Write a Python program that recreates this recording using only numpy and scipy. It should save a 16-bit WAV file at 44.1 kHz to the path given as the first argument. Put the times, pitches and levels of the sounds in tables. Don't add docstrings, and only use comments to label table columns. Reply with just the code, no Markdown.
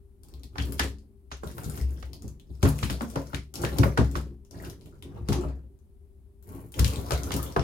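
import sys
import numpy as np
from scipy import signal
from scipy.fft import rfft, irfft, next_fast_len
from scipy.io import wavfile
from scipy.ndimage import uniform_filter1d, map_coordinates

SR = 44100
rng = np.random.default_rng(int(sys.argv[2]) if len(sys.argv) > 2 else 0)


def dump(signal):
    limited = np.clip(np.atleast_2d(signal).T, -1, 1)
    pcm = np.round(limited * 32767).astype(np.int16)
    wavfile.write(sys.argv[1], SR, pcm)


N = 336469
T = np.arange(SR // 2) / SR
TOP_HZ = 16100

# (frequency [Hz], level per Hz [dB])
AIR_SPECTRUM = [(12, -46.5), (20, -9.5), (63, 6), (158, -17.5), (172, -19.5), (187, -14.5), (270, -17),
                (319, -24), (399, -10.5), (434, -34), (472, -31), (850, -38), (1700, -47), (6500, -53),
                (10000, -45), (14500, -50), (16000, -52)]
# (frequency [Hz], rms level [dB])
HUM_TONES = [(70, -61), (394, -69.5)]
# (frequency [Hz], likeness [0 to 1])
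LIKENESS = [(60, .92), (110, 0.19), (200, .82), (380, 0.58), (700, 0.79), (1300, 0.064)]
# (frequency [Hz], time to fall 60 dB [s])
ALCOVE_DECAY = [(100, .4), (300, 0.32), (800, 0.15), (2000, 0.22), (5000, 0.24), (10000, 0.17),
                (16000, 0.17)]
LEFT_LEAD_S = 0.0004224

# (time [s], peak level [dB], starting pitch [Hz])
DROPS = [(0.2344, -41.5, 9100), (0.2858, -45.5, 9300), (0.3392, -41.5, 4370), (0.4344, -37.5, 4190),
         (0.6235, -31, 4500), (0.6559, -34.5, 14400), (0.7233, -25, 10000), (0.9857, -51.5, 4450),
         (1.6347, -34.5, 6830), (1.6985, -29.5, 10700), (1.8131, -34, 5050), (2.1331, -33.5, 4500),
         (2.2223, -39.5, 6150), (2.2802, -38, 6300), (2.3984, -45, 3090), (2.7886, -33.5, 7250),
         (3.5404, -27, 7000), (3.5563, -25.5, 4900), (3.6187, -28.5, 6470), (4.0462, -37.5, 4500),
         (4.114, -36.5, 6900), (4.45, -50, 5600), (4.511, -39.5, 5600), (4.6503, -38, 2660),
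         (4.6992, -32.5, 5600), (5.025, -35, 3300), (5.79, -60, 6000), (6.4268, -46, 13530),
         (6.4906, -41.5, 12100), (6.561, -46.5, 13600), (6.7211, -35.5, 14800), (6.7411, -30.5, 2920),
         (6.9591, -27, 3940), (7.2345, -28, 6300), (7.3652, -22.5, 11500), (7.43, -24, 11400)]
DROP_TILT = 3
STRAY_PER_S, STRAY_DB, STRAY_SPREAD_DB = 9.8, 19, 4
STRAY_HZ, STRAY_OCTAVES = 5500, 0.68

# (start [s], length [s], spatter [dB], splashing [dB],
# drumming on the tub [dB], fine hiss [dB])
RUNS = [(0.279, .09, -70, -69, -46, -75), (0.598, 0.23, -59, -57.5, -34.5, -61.5),
        (1.485, 0.12, -59, -59, -39, -55), (1.621, .15, -56.5, -53, -38, -52.5),
        (1.84, .2, -64.5, -66.5, -42.5, -68), (2.152, 0.17, -74.5, -71.5, -42.5, -76.5),
        (2.5, .1, -73, -79.5, -50, -77), (2.677, 0.23, -50, -53, -35, -53), (3.02, .27, -57, -56, -42, -61),
        (3.606, 0.29, -51, -47.5, -30, -52), (4.011, 0.2, -60.5, -57, -33.5, -65.5),
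        (4.58, .09, -58, -54.5, -36, -62), (4.823, 0.119, -69, -70.5, -44, -75.5),
        (5.082, 0.25, -73.5, -59, -36.5, -77), (5.308, 0.16, -61.5, -50, -32, -74.5),
        (6.508, 0.1, -70, -58, -39.5, -56), (6.796, 0.42, -51, -47.5, -33, -50.5),
        (7.27, 0.22, -51.5, -47, -32.5, -52)]
RUN_ATTACK_S, RUN_SAG_DB_PER_S = 0.046, 8
SPATTER_T60, SPLASHING_T60, DRUMMING_T60, HISS_T60 = 0.26, 0.32, 0.65, 0.35
SPURT_PER_S, SPURT_DB = 45, 2.5
# (frequency [Hz], level per Hz [dB])
SPATTER_SPECTRUM = [(900, -15.5), (2200, -7.5), (3300, -2.5), (4800, -2), (8000, -1), (10500, -1),
                    (13000, -4.5), (16000, -8)]
# (frequency [Hz], level per Hz [dB])
SPLASHING_SPECTRUM = [(200, -33), (450, 11), (700, -2), (1100, -3.5), (1700, -11), (2500, -13.5),
                      (5000, -33), (16000, -65.5)]
# (frequency [Hz], level per Hz [dB])
HISS_SPECTRUM = [(3000, -29), (7000, -9), (10500, -0.5), (13000, -1), (16000, -3.5)]

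# (time [s], knock [dB], knock tilt [dB/octave], boom [dB])
STEPS = [(0.329, -49, 4.5, -42), (0.439, -42, 1, -45), (0.599, -26.5, -6.5, -35), (0.68, -28.5, -2.5, -35),
         (1.661, -23, -5.5, -37.5), (1.81, -30, -3, -23), (2.239, -28.5, 0, -40), (2.496, -34.5, 0, -37.5),
         (3.995, -16.5, -6.5, -22.5), (5.203, -28, -3, -34.5), (5.35, -22.5, 4, -37),
         (5.449, -27, 3, -27.5), (6.973, -25, 1, -35), (7.336, -21.5, 3.5, -35)]
# (frequency [Hz], level [dB], time to fall 60 dB [s])
TUB_MODES = [(90.5, 2, 0.28), (114, 3.5, 0.3), (147, -0.5, 0.47), (159.5, -6.5, .25), (212, -12, 0.82),
             (267.8, -5.5, 0.27), (278.2, 2, 0.23), (348, -2.5, 0.16), (402.7, -7.5, .24),
             (443, -13.5, 0.18), (537, -15.5, 0.22)]
# (frequency [Hz], level per Hz [dB])
SHELL_SPECTRUM = [(30, -41.5), (80, 5.5), (120, 6.5), (200, 2), (290, -6.5), (420, -10), (600, -19),
                  (900, -25.5), (2000, -58.5), (6000, -100)]
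BOOM_HZ, BOOM_T60 = 65.42, 0.54
KNOCK_LAG_S = 0.003

# (time [s], left-right balance [dB], smack [dB], smack tilt [dB/octave], spray [dB],
# spray tilt [dB/octave], spray delay [s], knock [dB], knock tilt [dB/octave], boom [dB])
SPLASHES = [(0.555, -3.5, -32.5, 1.5, -65.5, 1.5, .001, -48, 9, -55),
            (0.581, 2, -30.5, 5, -31.5, -5, .001, -26, 1, -36),
            (0.793, -0.5, -18, 5, -22, -1, .001, -25.5, 4.5, -29),
            (0.835, 9, -34.5, -11, -46.5, -2, .001, -27.5, 5, -36.5),
            (1.314, -1.5, -31.5, 6, -39.5, -4, .004, -37.5, 7.5, -40),
            (1.433, -11, -29.5, -6.5, -48.5, 5, .001, -31, 1, -47),
            (1.58, 10.5, -32, 1, -50.5, 7.5, .001, -46, -4, -52),
            (1.773, -6, -39, 2.5, -43.5, 5, .001, -31.5, 2.5, -52),
            (2.025, -11, -41, 5.5, -46.5, -5.5, .001, -46, 5, -35.5),
            (2.627, 1, -20, -0.5, -29, 3, .001, -7, 0, -41),
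            (2.651, -3.5, -19.5, -3, -35, -3.5, .004, -18.5, 3, -25.5),
            (2.827, -5.5, -24.5, 5.5, -29, -3.5, .004, -17.5, -3, -28),
            (2.897, -1.5, -28, 3.5, -32, -2, .001, -22, 0, -27.5),
            (3.007, 11, -22.5, 1.5, -59.5, -3, .001, -31, 10, -55),
            (3.156, 2, -21, -1.5, -40, 0, .001, -20, 3.5, -37),
            (3.331, 11, -27.5, 1.5, -33.5, -1.5, .014, -24, 0, -36),
            (3.635, 3, -20, -2.5, -31, -3, .013, -23.5, 0, -36),
            (3.783, 10.5, -26.5, -4, -31.5, 5, .001, -8, -0.5, -23),
            (3.832, -6, -15.5, 0, -41, -7, .001, -17.5, 3, -31),
            (3.974, 0, -14.5, 0.5, -30.5, -3, .001, -10, 4, -33),
            (4.153, -5.5, -22.5, 4, -38, 3, .008, -23, 1.5, -27),
            (5.285, 0, -27.5, -1, -33, 2.5, .001, -14, -0.5, -30),
            (5.321, -4, -28, 8, -30, 2, .007, -36, 8, -36.5),
            (6.79, 4.5, -25, 4.5, -25, 5, .003, -14.5, -4, -18.5),
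            (6.842, 6.5, -51, -5, -26.5, 0.5, .002, -20, -8, -29),
            (7.106, 9.5, -20, 1, -34, 2.5, .001, -34, -6, -30),
            (7.117, 0.5, -20, -8, -30, 2, .001, -18.5, -14, -27.5),
            (7.305, -4, -26.5, 3, -28, 1, .013, -28, 1, -48),
            (7.562, 9.5, -12, -3, -43.5, -1, .001, -18.5, -1, -32),
            (7.592, 3, -28, -4, -39.5, -4, .001, -32, -12, -43)]
# (frequency [Hz], level per Hz [dB])
SLAP_SPECTRUM = [(150, -24), (400, 3.5), (700, 1), (1100, 2), (1400, 1.5), (1800, -7.5), (2200, -14),
                 (3200, -19.5), (6000, -26.5), (16000, -53)]
# (frequency [Hz], level per Hz [dB])
SPRAY_SPECTRUM = [(700, -31), (1800, 0), (2800, 2.5), (4800, 0), (6500, -3), (8200, -9), (10000, -6),
                  (13000, -13), (16000, -20.5)]
LEAD_S, LEAD_DB, LEAD_T60 = 0.0092, -10, 0.025
REBOUND_PER_S, REBOUND_DB, REBOUND_T60 = 70, -17.5, 0.21
# (time [s], level [dB], starting pitch [Hz])
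GLUGS = [(0.585, -31, 1680), (0.796, -20, 1780), (1.432, -39, 1370), (3.014, -28, 230), (3.654, -27, 1750),
         (3.854, -23.5, 548), (3.9734, -23, 1550), (3.801, -26.5, 370), (4.6, -43.5, 1890),
         (4.925, -54, 1330), (5.322, -31, 876), (5.37, -28, 354), (5.401, -31.5, 457), (5.447, -35.5, 610),
         (6.98, -38, 403), (7.15, -36, 697), (7.352, -36, 426)]


def amp(db):
    return 10 ** (np.asarray(db) / 20)


def unit(x):
    return x / np.sqrt(np.mean(x ** 2) + 1e-20)


def crest(x, size):
    power = np.mean(np.atleast_2d(x) ** 2, axis=0)
    return x / np.sqrt(uniform_filter1d(power, size).max() + 1e-20)


def along(points, hz):
    f, v = np.transpose(points)
    return np.interp(np.log(hz + 1), np.log(f), v)


def fade(t, t60):
    return np.exp(-np.log(1000) * t / t60)


def sides(db):
    return amp(np.array([[db], [-db]]) / 2)


def add(track, s, sound):
    part = track[..., max(round(s * SR), 0):][..., :sound.shape[-1]]
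    part += sound[..., :part.shape[-1]]


def filtered(x, response):
    n = x.shape[-1]
    m = 2 * next_fast_len(n // 2 + n // 16 + 512)
    hz = np.fft.rfftfreq(m, 1 / SR)
    return irfft(rfft(x, m) * response(hz), m)[..., :n]


def coloured(x, spectrum):
    def response(hz):
        cepstrum = irfft(np.log(unit(amp(along(spectrum, hz)))))
        half = len(cepstrum) // 2
        cepstrum[1:half] *= 2
        cepstrum[half + 1:] = 0
        return np.exp(rfft(cepstrum))
    return filtered(x, response)


def tilted(spectrum, tilt_db, pivot_hz):
    return [(hz, db + tilt_db * np.clip(np.log2(hz / pivot_hz), -2, 2)) for hz, db in spectrum]


def diffuse(pair):
    def mid_side_gains(hz):
        turn = np.arccos(np.clip(along(LIKENESS, hz), 0, 1)) / 2
        return np.array([np.cos(turn), np.sin(turn)])
    mid, side = filtered(pair, mid_side_gains)
    return np.array([mid + side, mid - side])


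def direct(x, pan_db):
    ear = np.array([[1], [-1]])
    return sides(pan_db) * filtered(x, lambda hz: np.exp(1j * np.pi * hz * LEFT_LEAD_S * ear))


def impacts(rate, spread_db):
    hit = rng.random(N) < rate / SR
    size = amp(spread_db * np.minimum(rng.standard_normal(N), 2))
    return unit(hit * size * rng.choice([-1, 1], N))


def room_tone():
    t = np.arange(N) / SR
    drift = map_coordinates(rng.standard_normal(N // SR * 8 + 16), [t * 8])
    hum = sum(amp(db) * unit(np.sin(2 * np.pi * hz * t + 0.9 * drift)) for hz, db in HUM_TONES)
    air = unit(coloured(diffuse(rng.standard_normal((2, N))), AIR_SPECTRUM))
    return (hum + amp(-53) * air) * sides(3.2)


def bubble(t, hz, cycles, glide):
    life = cycles / hz
    age = np.minimum(t / life, 2)
    tone = np.sin(2 * np.pi * cycles * age * (1 + glide * age / 2))
    return tone * (1 - np.exp(-age / 0.12)) * fade(t, life)


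def drops(rows):
    out, pats, t = np.zeros(N), np.zeros(N), T[:SR // 16]
    for s, db, hz in rows:
        colour = tilted(SPATTER_SPECTRUM, DROP_TILT * np.log2(hz / STRAY_HZ), pivot_hz=STRAY_HZ)
        ping = crest(bubble(t, hz, cycles=8, glide=0.13), size=64)
        tick = crest(rng.standard_normal(len(t)) * fade(t, t60=0.006), size=64)
        fragments = crest(rng.standard_normal(len(t)) ** 3 * fade(t, t60=0.1), size=64)
        add(out, s, amp(db - 9.5) * (ping + coloured(tick + amp(-11) * fragments, colour)))
        add(pats, s, amp(db - 18) * tick)
    return out + coloured(pats, SLAP_SPECTRUM)


def tail():
    hz, t, z = signal.stft(diffuse(rng.standard_normal((2, SR // 3))), SR, nperseg=256)
    faded = z * fade(t, along(ALCOVE_DECAY, hz)[:, None])
    pair = signal.istft(faded, SR, nperseg=256)[1]
    pair = pair * (1 - np.exp(-T[:pair.shape[1]] / 0.00076))
    return pair / np.linalg.norm(pair[0])


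def alcove(x, count=24):
    out = np.zeros((2, N))
    for span in np.array_split(np.arange(N), count):
        add(out, span[0] / SR, signal.fftconvolve(x[None, span], tail(), axes=1))
    return out


def flow(column, t60):
    t, power = np.arange(N) / SR, np.zeros(N)
    for start, length, *levels_db in RUNS:
        age = t - start
        swell = np.exp(-np.clip(age / RUN_ATTACK_S, -10, 0) ** 2)
        sag_db = RUN_SAG_DB_PER_S * np.clip(age, 0, length)
        release = fade(np.maximum(age - length, 0), t60)
        power += (amp(levels_db[column] - sag_db) * swell * release) ** 2
    return np.sqrt(power)


def spurts():
    knots = rng.standard_normal(N // 100)
    swing = map_coordinates(knots, [np.arange(N) * SPURT_PER_S / SR], order=1)
    return unit(amp(SPURT_DB * np.clip(swing, -2, 2)))


def strays(spatter):
    count = int(STRAY_PER_S * N / SR)
    when = (np.arange(count) + rng.random(count)) / count * (N - 1)
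    size, pitch = np.clip(rng.standard_normal((count, 2)), -2, 2).T
    spatter_db = 20 * np.log10(spatter[when.astype(int)] + 1e-9)
    db = spatter_db + STRAY_DB + STRAY_SPREAD_DB * size
    hz = np.minimum(STRAY_HZ * 2 ** (STRAY_OCTAVES * pitch), TOP_HZ)
    return list(zip(when / SR, db, hz))


def froth(rate, pitch_hz, octaves, cycles, spread_db, size):
    chance = rng.random((int(rate * N / SR), 4))

    def bell(u):
        return np.log((u + 0.02) / (1.02 - u)) / 1.7

    hz = np.clip(pitch_hz * 2 ** (octaves * bell(chance[:, 1:2])), 100, 15000)
    ringing = bubble(np.arange(size) / SR, hz, cycles * (0.5 + chance[:, 3:]), glide=0.71)
    grains = amp(spread_db * bell(chance[:, 2:3])) * ringing
    where = (chance[:, :1] * N).astype(int) + np.arange(size)
    return unit(np.bincount(where.ravel(), grains.ravel(), N)[:N])


def tub_response(hz, boom_db=8):
    total = 0
    for k, (f, db, t60) in enumerate([(BOOM_HZ, boom_db, BOOM_T60)] + list(TUB_MODES)):
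        damping = 1j * hz * np.log(1000) / (np.pi * t60)
        total = total + (-1) ** k * amp(db) * damping / (f * f - hz * hz + damping)
    return total


def stream(spatter, splashing, drumming):
    mist = np.array([impacts(rate=1500, spread_db=-2.5), impacts(rate=1700, spread_db=-0.5)])
    beads = impacts(rate=76, spread_db=19.0)
    blobs = impacts(rate=260, spread_db=5.0)
    fizz = froth(rate=180, pitch_hz=6400, octaves=0.7, cycles=15, spread_db=3, size=500)
    bubbles = froth(rate=77, pitch_hz=921, octaves=0.5, cycles=8.7, spread_db=5.5, size=1600)
    fine = coloured(amp(-11.5) * mist[0] + amp(-12.5) * beads, SPATTER_SPECTRUM) + amp(-7.5) * fizz
    body = coloured(amp(-4) * blobs + amp(-6.5) * mist[1], SPLASHING_SPECTRUM) + amp(-4.5) * bubbles
    ring = unit(filtered(blobs, tub_response))
    blur = unit(coloured(diffuse(mist), SHELL_SPECTRUM))
    wet = spatter * fine + splashing * body
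    drum = drumming * (amp(-6.0) * ring + amp(-8.5) * blur) * sides(1)
    return wet, drum


def fine_spray(strength):
    return strength * amp(-5) * coloured(impacts(rate=260, spread_db=7), HISS_SPECTRUM)


def blows():
    splashes = [(s + KNOCK_LAG_S, knock_db, tilt, boom_db) for s, *_, knock_db, tilt, boom_db in SPLASHES]
    return splashes + list(STEPS)


def thuds():
    out = np.zeros((2, N))
    hz, mode_db, t60 = np.transpose(TUB_MODES)[:, :, None]
    swell = 1 - np.exp(-T / 0.0041)
    modes = swell * np.sin(2 * np.pi * hz * T) * fade(T, t60)
    boom = np.sin(2 * np.pi * BOOM_HZ * T) * fade(T, BOOM_T60) * (1 - np.exp(-T / 0.015))
    boom = crest(boom, size=1024)
    for s, knock_db, tilt, boom_db in blows():
        scatter_db = 2 * rng.standard_normal(hz.shape)
        strength = amp(mode_db + tilt * np.log2(hz / 250) + scatter_db)
        ring = crest(np.sum(strength * rng.choice([-1, 1], hz.shape) * modes, axis=0), size=512)
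        rumble = diffuse(rng.standard_normal((2, len(T)))) * swell * fade(T, t60=0.18)
        blur = crest(coloured(rumble, tilted(SHELL_SPECTRUM, tilt, pivot_hz=250)), size=512)
        knock = crest(ring + blur, size=2048)
        add(out, s, amp(knock_db - 8.5) * knock + amp(boom_db - 1.0) * boom)
    return out * sides(3.0)


def rebound():
    front, flung = np.zeros(N), np.zeros(N)
    for s, _, _, _, spray_db, _, delay, *_ in SPLASHES:
        front_shape = (1 - np.exp(-T / LEAD_S)) * fade(T, LEAD_T60)
        add(front, s - LEAD_S, amp(spray_db + LEAD_DB) * front_shape)
        add(flung, s + delay, amp(spray_db + REBOUND_DB) * fade(T, REBOUND_T60))
    hiss = coloured(front * rng.standard_normal(N), SPRAY_SPECTRUM)
    return hiss + flung * coloured(impacts(rate=REBOUND_PER_S, spread_db=7.5), SPATTER_SPECTRUM)


def burst(spectrum, rise, t60, pan_db, room_db):
    wash = tail()
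    t = T[:wash.shape[1]]
    ragged = amp(4 * unit(uniform_filter1d(rng.standard_normal(len(t)), size=32)))
    shape = (1 - np.exp(-t / rise)) ** 2 * fade(t, t60)
    crack = crest(coloured(shape * ragged * rng.standard_normal(len(t)), spectrum), size=128)
    echo = amp(room_db) * np.linalg.norm(crack) * coloured(wash, spectrum)
    return direct(crack, pan_db) + echo


def slaps():
    out = np.zeros((2, N))
    for s, pan_db, smack_db, smack_tilt, spray_db, spray_tilt, delay, *_ in SPLASHES:
        smack_colour = tilted(SLAP_SPECTRUM, smack_tilt, pivot_hz=1069)
        spray_colour = tilted(SPRAY_SPECTRUM, spray_tilt, pivot_hz=5000)
        smack = burst(smack_colour, rise=0.0013, t60=0.022, pan_db=pan_db - 6.0, room_db=1.0)
        spray = burst(spray_colour, rise=0.0023, t60=0.01, pan_db=pan_db + 13.5, room_db=4.0)
        add(out, s, amp(smack_db - 7.5) * smack)
        add(out, s + delay, amp(spray_db - 4.5) * spray)
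    return out


def fallout():
    thrown = np.zeros((2, N))
    shape = (1 - np.exp(-T / 0.0036)) * fade(T, t60=0.18)
    for s, _, smack_db, _, spray_db, *_ in SPLASHES:
        add(thrown, s, amp([[smack_db], [spray_db]]) * shape)
    large = froth(rate=170, pitch_hz=930, octaves=0.5, cycles=8.3, spread_db=5, size=1600)
    tiny = froth(rate=240, pitch_hz=5160, octaves=0.7, cycles=16, spread_db=8, size=500)
    return amp(-19.0) * thrown[0] * large + amp(-13.5) * thrown[1] * tiny


def glugs():
    out = np.zeros(N)
    for s, db, hz in GLUGS:
        plop = crest(bubble(T[:SR // 8], hz, cycles=15, glide=0.034), size=128)
        add(out, s, amp(db - 4.5) * plop)
    return out


def scene():
    releases = [SPATTER_T60, SPLASHING_T60, DRUMMING_T60, HISS_T60]
    uneven = spurts()
    spatter, splashing, drumming, hiss = (uneven * flow(k, t60) for k, t60 in enumerate(releases))
    patter, drum = stream(spatter, splashing, drumming)
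    ticks = drops(list(DROPS) + strays(spatter)) + fine_spray(hiss) + rebound()
    plops = glugs() + fallout()
    near = direct(ticks, pan_db=10.5) + direct(patter, pan_db=6) + direct(plops, pan_db=4.0)
    echo = amp(2.5) * alcove(ticks + patter + plops) * sides(0.45)
    return slaps() + near + echo + thuds() + drum + room_tone()


def record(dry):
    return filtered(dry, lambda hz: hz < TOP_HZ)


dry = scene()
out = record(dry)
dump(out)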